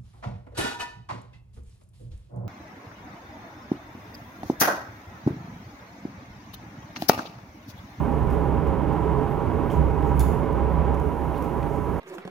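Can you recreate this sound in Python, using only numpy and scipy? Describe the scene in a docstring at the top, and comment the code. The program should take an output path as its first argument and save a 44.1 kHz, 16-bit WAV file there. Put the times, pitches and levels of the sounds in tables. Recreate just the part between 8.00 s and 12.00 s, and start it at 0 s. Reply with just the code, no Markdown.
"""A gas furnace roars in a glass workshop: flame noise rings in hood and ducts, a thin hiss on top.
Almost at once a low boom swells in its chamber, and steel shears start working into hot glass
with faint ticks and scrapes. The boom surges near 1.8 s; at 2.2 s the blades snap shut once,
crack and ring, and the hall answers. In the last second the boom sinks, tools tick and knock,
and the hiss grows as a fine sizzle joins it."""
import sys
import numpy as np
from scipy import signal
from scipy.fft import rfft, irfft
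from scipy.io import wavfile

SR = 44100
rng = np.random.default_rng(int(sys.argv[2]) if len(sys.argv) > 2 else 0)


def int16_out(signal):
    """Quantize to a 16-bit WAV file."""
    q = np.round(np.clip(np.atleast_2d(signal).T, -1, 1) * 32767)
    wavfile.write(sys.argv[1], SR, q.astype(np.int16))


N = 176400
TIME = np.arange(N) / SR
FREQS = np.maximum(np.fft.rfftfreq(N, 1 / SR), 1)
SIDE = np.array([[.5], [-.5]])  # shares a left-minus-right amount between the channels


def from_db(db):
    """Decibels to gain."""
    return 10 ** (np.asarray(db) / 20)


def unit_power(x):
    """Scale to an RMS of one."""
    return x / np.sqrt(np.mean(x ** 2) + 1e-20)


def fader(rows):
    """One per-sample curve for each level column of a time table."""
    times, *columns = np.transpose(rows)
    return [np.interp(TIME, times, column) for column in columns]


def over_hz(points):
    """Breakpoints joined by straight lines over log frequency."""
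    hz, values = np.transpose(points)
    return np.interp(np.log(FREQS), np.log(hz), values)


def resonance(hz, width_hz):
    """Gain of a resonant peak; centred on 0 Hz it is a low-pass."""
    return 1 / (1 + 2 * ((FREQS - hz) / width_hz) ** 2)


def noise(colour):
    """Mono noise of a given colour, unit power."""
    return unit_power(irfft(rfft(rng.standard_normal(N)) * colour, N))


def burst(start_s, decay_s):
    """A spray of grit with an instant attack and a dying tail, unit energy."""
    age = TIME - start_s
    grit = rng.standard_normal(N) * (age >= 0) * np.exp(-np.clip(age / decay_s, 0, 20))
    return grit / np.linalg.norm(grit)


# Pan of the furnace bed: f/Hz, left-minus-right level/dB
BED_PAN = [(30, 0), (46, -6), (65, -7.5), (105, -8.5), (150, -14), (220, -13), (400, -11), (550, -8.5),
           (850, -4.5), (1200, -6.5), (2700, -1.5), (6400, -1), (9800, -3), (15000, 1.5)]
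# Phase offset of the bed: f/Hz, left lead/rad
BED_PHASE = [(30, -1.25), (85, -0.94), (135, -0.78), (220, 0.42), (300, 0.37), (550, 0.46), (950, 0.029),
             (1200, 0.61), (1800, 0.77), (5000, .2), (7200, .2), (12000, 1)]
def place_bed(spectra):
    """Two spectra become unit-power stereo, leaning right and offset in phase."""
    pan = from_db(SIDE * over_hz(BED_PAN))
    pan = pan / np.sqrt(np.mean(pan ** 2, axis=0))
    phase = np.exp(1j * SIDE * over_hz(BED_PHASE))
    return unit_power(irfft(spectra * pan * phase, N))


# Stereo image of the bed: f/Hz, left-right likeness (0 is wide; capped at 0.99, nearly mono)
BED_LIKENESS = [(30, -1), (65, 2.3), (110, 0.9), (220, 0.9), (410, 1.4), (550, 0.6), (900, .94),
                (1400, 0.84), (3500, 0.77), (7500, .45), (15000, 0)]
def bed_noise(colour):
    """Coloured noise spread by the hall: narrow in the low mids, wide in the treble."""
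    alike = np.clip(over_hz(BED_LIKENESS), 0, .99)
    mid, side = rfft(rng.standard_normal((2, N)))
    spectra = np.sqrt(1 + alike) * mid + 2 * SIDE * np.sqrt(1 - alike) * side
    return place_bed(colour * spectra)


# EQ of the sizzle: f/Hz, relative level/dB
SIZZLE_EQ = [(9500, -30), (10400, 3), (11400, -2), (12100, -4), (13100, -4), (15500, -3)]
def sizzle(start_s=2.99, rise_s=.03, level_db=-64.5):
    """Very high, faint sizzle that fades in quickly and stays."""
    fade_in = np.clip((TIME - start_s) / rise_s, 0, 1)
    return from_db(level_db) * fade_in * bed_noise(from_db(over_hz(SIZZLE_EQ)))


# EQ of the hiss: f/Hz, relative level/dB
HISS_EQ = [(2500, -8), (5000, -1.5), (6200, 4), (7500, -2.5), (9500, 0), (10800, 4.5), (13200, 4),
           (15500, -5.5)]
# Fader ride of the hiss: t/s, level/dB
HISS_RIDE = [(0, -62), (.8, -67.5), (1.2, -65), (2.0, -64.5), (2.93, -67), (3.02, -62.5), (4, -61.5)]
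def hiss():
    """Thin, smooth treble hiss that lifts in the last second."""
    level_db, = fader(HISS_RIDE)
    return from_db(level_db) * bed_noise(from_db(over_hz(HISS_EQ)))


# EQ of the turbulent flame: f/Hz, relative level/dB
FLAME_EQ = [(12, -12), (22, -7), (32, -5), (44, 2.5), (85, 2), (105, -3), (135, 3), (175, -2.5), (218, -6),
            (270, -4), (400, -3.5), (490, -9), (700, -12.5), (860, -13.5), (960, -9.5), (1200, -19),
            (1500, -23), (1900, -30), (2300, -32.5), (3000, -38.5), (4000, -49), (6000, -56.5),
            (16000, -60)]
# Resonances of hood and ducts: f/Hz, width/Hz, level/dB
DUCT_MODES = [(133.5, 25, -38.5), (167.9, 7.2, -39.5), (235.2, 3.3, -40.5), (253.5, 5, -46),
              (278.5, 5, -41.5), (301.4, 10.2, -41), (413.2, 9.5, -47), (427.6, 6, -36.5),
              (447.8, 8.6, -43), (542, 7.3, -42.5), (568.8, 8.9, -43.5), (807, 16.3, -39.5),
              (911.5, 24, -45), (973.4, 16.6, -41), (995, 34, -45.5), (1127, 27, -49.5), (1300, 13, -53),
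              (1324, 18, -71), (2156, 29, -62)]
# Rides of the two flame bands, each taken around its mean: t/s, roar level/dB, rush level/dB
FLAME_RIDE = [(0, -25, -33.5), (.22, -26.5, -34), (.75, -26, -33), (1.15, -28, -33), (1.42, -28, -33.5),
              (1.6, -27, -32.5), (1.85, -27, -34.5), (2.03, -27, -32.5), (2.2, -28, -33),
              (2.6, -27.5, -33.5), (2.92, -29.5, -33), (3.02, -31, -35), (3.55, -30.5, -35),
              (3.87, -30.5, -35.5), (4, -27, -34)]
CROSSOVER_HZ = 310
def flame(level_db=-25, flicker_db=.5, rush_depth=.97):
    """Flickering turbulence drives hood and ducts; low roar and upper rush swell separately."""
    flicker = flicker_db * noise(resonance(0, 37))
    sound = from_db(level_db + flicker) * bed_noise(from_db(over_hz(FLAME_EQ)))
    for hz, width_hz, db in DUCT_MODES:
        sound = sound + from_db(db) * bed_noise(resonance(hz, width_hz))
    roar = irfft(rfft(sound) / (1 + (FREQS / CROSSOVER_HZ) ** 4), N)
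    rush = sound - roar
    roar_db, rush_db = (ride - ride.mean() for ride in fader(FLAME_RIDE))
    return roar * from_db(roar_db) + rush * from_db(rush_depth * rush_db)


# Swells of the furnace chamber: t/s, level/dB
BOOM_RIDE = [(0, -30.5), (.13, -31), (.24, -26.5), (.6, -25.5), (.8, -27), (.87, -33), (1.2, -28.5),
             (1.42, -48), (1.55, -25.5), (1.69, -44), (1.79, -18.5), (2.07, -27), (2.21, -19.5),
             (2.46, -31), (2.6, -23.5), (2.9, -23), (3.1, -31), (4, -37.5)]
def boom(pitch_hz=67.04, wander_hz=2.94, wobble_rate_hz=8.9, flutter_db=1, trim_db=-.73):
    """The chamber's lowest resonance sustains itself: one deep tone that wanders and flutters."""
    level_db, = fader(BOOM_RIDE)
    wobble_band = resonance(0, wobble_rate_hz)
    hz = pitch_hz + wander_hz * noise(wobble_band)
    tone = np.sin(2 * np.pi * np.cumsum(hz) / SR)
    stereo_tone = place_bed(rfft(tone) * (FREQS < CROSSOVER_HZ))
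    return from_db(level_db + trim_db + flutter_db * noise(wobble_band)) * stereo_tone


# Higher resonances of the chamber: f/Hz, width/Hz, level/dB against the boom's ride
CHAMBER_MODES = [(81, 3.5, -11.5), (140, 27, -13), (160.2, 13, -10.5)]
def chamber():
    """Rough upper resonances that swell with the boom and give it body."""
    level_db, = fader(BOOM_RIDE)
    body = sum(from_db(db) * bed_noise(resonance(hz, width_hz)) for hz, width_hz, db in CHAMBER_MODES)
    return from_db(level_db) * body


def hall(send, t60_s=.57, build_s=.0086):
    """Dense reflections that build quickly and die away, with their own tail on each side."""
    t = np.arange(SR) / SR
    envelope = np.exp(-np.log(1000) * t / t60_s) * (1 - np.exp(-t / build_s))
    tail = unit_power(rng.standard_normal((2, SR)) * envelope) / np.sqrt(SR)
    return signal.fftconvolve(send[None], tail, axes=1)[:, :N]


# Tool handling: t/s, level/dB, f/Hz, t60/s
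TOOL_KNOCKS = [(1.7024, -43, 3080, 0.022), (2.945, -62, 6000, 0.028), (3.344, -44, 2550, 0.028),
               (3.425, -57, 6000, 0.036), (3.63, -40, 2100, .03), (3.962, -40, 1810, 0.032)]
def knocks(relative_width=.13):
    """Small, quickly damped knocks of tools being handled."""
    sound = 0
    for start_s, db, hz, t60_s in TOOL_KNOCKS:
        age = TIME - start_s
        decay = (age >= 0) * from_db(-60 * np.clip(age / t60_s, 0, 2))
        sound = sound + from_db(db) * decay * noise(resonance(hz, relative_width * hz))
    return sound


# Blade scrapes: centre t/s, half length/s, level/dB, f/Hz
BLADE_SCRAPES = [(1.027, .03, -72, 7000), (1.318, .025, -64, 13500), (1.67, .02, -69, 12800),
                 (1.732, .018, -63, 7000), (2.075, .025, -64.5, 6470), (2.077, .02, -65, 13200),
                 (2.174, .014, -58.5, 11800), (2.73, .02, -66, 12800), (3.367, .015, -60, 3800),
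                 (3.392, .04, -64, 12500), (3.746, .04, -67, 6500)]
def scrapes(relative_width=.32):
    """The blades rub on the glass and on each other in short, soft swells of bright noise."""
    sound = 0
    for centre_s, half_s, db, hz in BLADE_SCRAPES:
        swell = np.exp(-.5 * ((TIME - centre_s) / half_s) ** 2)
        sound = sound + from_db(db) * swell * noise(resonance(hz, relative_width * hz))
    return sound


# Blade contacts with the glass: t/s, relative level/dB, low-pass f/Hz, decay/s
GLASS_BITES = [(.3015, -19, 18000, .004), (.309, -17, 12000, .004), (.322, -15, 14000, .04),
               (.668, -19, 14000, .012), (0.927, -21, 15000, .015), (1.7, -14, 4000, .004),
               (1.7105, -16, 14000, .005), (1.717, -15, 10000, .004), (1.723, -10, 9000, .045),
               (2.025, -17, 6000, .003), (2.528, -21, 15000, .002), (2.942, -16, 9000, .008),
               (2.999, -18, 20000, .002), (3.378, -17, 12000, .008), (3.424, -12, 11000, .005),
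               (3.441, -14, 12000, .014), (3.63, -16, 3000, .005)]
# EQ of steel crunching on glass: f/Hz, relative level/dB
CRUNCH_EQ = [(800, -23), (2500, 15), (4200, -2), (6000, 0.5), (8500, -1.5), (11000, 3), (13500, 4),
             (16000, 4)]
def bites(trim_db=-12.5):
    """The blades bite into hot glass in small broadband ticks and crunches."""
    grit = 0
    for start_s, db, lowpass_hz, decay_s in GLASS_BITES:
        grit = grit + from_db(db) * rfft(burst(start_s, decay_s)) / np.hypot(1, FREQS / lowpass_hz)
    return from_db(trim_db) * irfft(grit * from_db(over_hz(CRUNCH_EQ)), N)


# Mode clusters of the steel blades: f/Hz, relative level/dB, t60/s
BLADE_MODES = [(3500, -2, 0.13), (4300, -6, .16), (5000, -10, .14), (6000, -9, .15), (6870, -3, 0.3),
               (8021, -7, 0.19), (9250, -8, 0.17), (10600, -1, .23), (11680, -3, .27), (12450, -10, .17),
               (13250, -3, .13), (14860, -10, .2), (15650, -10, .14)]
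def blade_ring(blows, cluster_width_hz=210):
    """Clusters of close modes: every blow adds energy, and each cluster dies at its own rate."""
    ring = 0
    for hz, mode_db, t60_s in BLADE_MODES:
        energy = 0
        for start_s, blow_db, _ in blows:
            age = TIME - start_s
            energy = energy + (age >= 0) * from_db(blow_db - 60 * np.clip(age / t60_s, 0, 4)) ** 2
        ring = ring + from_db(mode_db) * np.sqrt(energy) * noise(resonance(hz, cluster_width_hz))
    return ring


# The closing blow and its two rebounds: t/s, relative level/dB, decay/s
SNAP_BLOWS = [(2.1942, 1.5, .0028), (2.203, 0, .0075), (2.211, -9, 0.018)]
# EQ of steel cracking on steel: f/Hz, relative level/dB
CRACK_EQ = [(800, -27), (2200, 5), (3500, -7), (6000, 0.5), (7000, 3), (7700, -6), (9500, 0), (10800, 7.5),
            (12500, 1), (13400, 6), (14200, -4), (16000, -3)]
def snap(crack_db=-13, ring_db=-50.5):
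    """The blades snap shut and rebound: each blow is a dry crack and sets them ringing."""
    grit = sum(from_db(db) * burst(start_s, decay_s) for start_s, db, decay_s in SNAP_BLOWS)
    crack = irfft(rfft(grit) * from_db(over_hz(CRACK_EQ)), N)
    return from_db(crack_db) * crack + from_db(ring_db) * blade_ring(SNAP_BLOWS)


def scene(hall_db=-4, tools_pan_db=-3.5, left_lead_s=1e-5):
    """The furnace bed under the tools, which are a little louder on the right and feed the hall."""
    steel = snap() + bites() + scrapes() + knocks()
    direct = irfft(rfft(steel) * np.exp(2j * np.pi * FREQS * left_lead_s * SIDE), N)
    tools = (direct + from_db(hall_db) * hall(steel)) * from_db(tools_pan_db * SIDE)
    return flame() + boom() + chamber() + hiss() + sizzle() + tools


def record(dry, fade_s=.003, cutoff_hz=15850):
    """Short fades at both ends, then a steep high cut."""
    fades = np.minimum(1, np.minimum(TIME, TIME[::-1]) / fade_s)
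    high_cut = signal.ellip(12, .1, 80, cutoff_hz, fs=SR, output="sos")
    return signal.sosfilt(high_cut, dry * fades)


dry = scene()
out = record(dry)
int16_out(out)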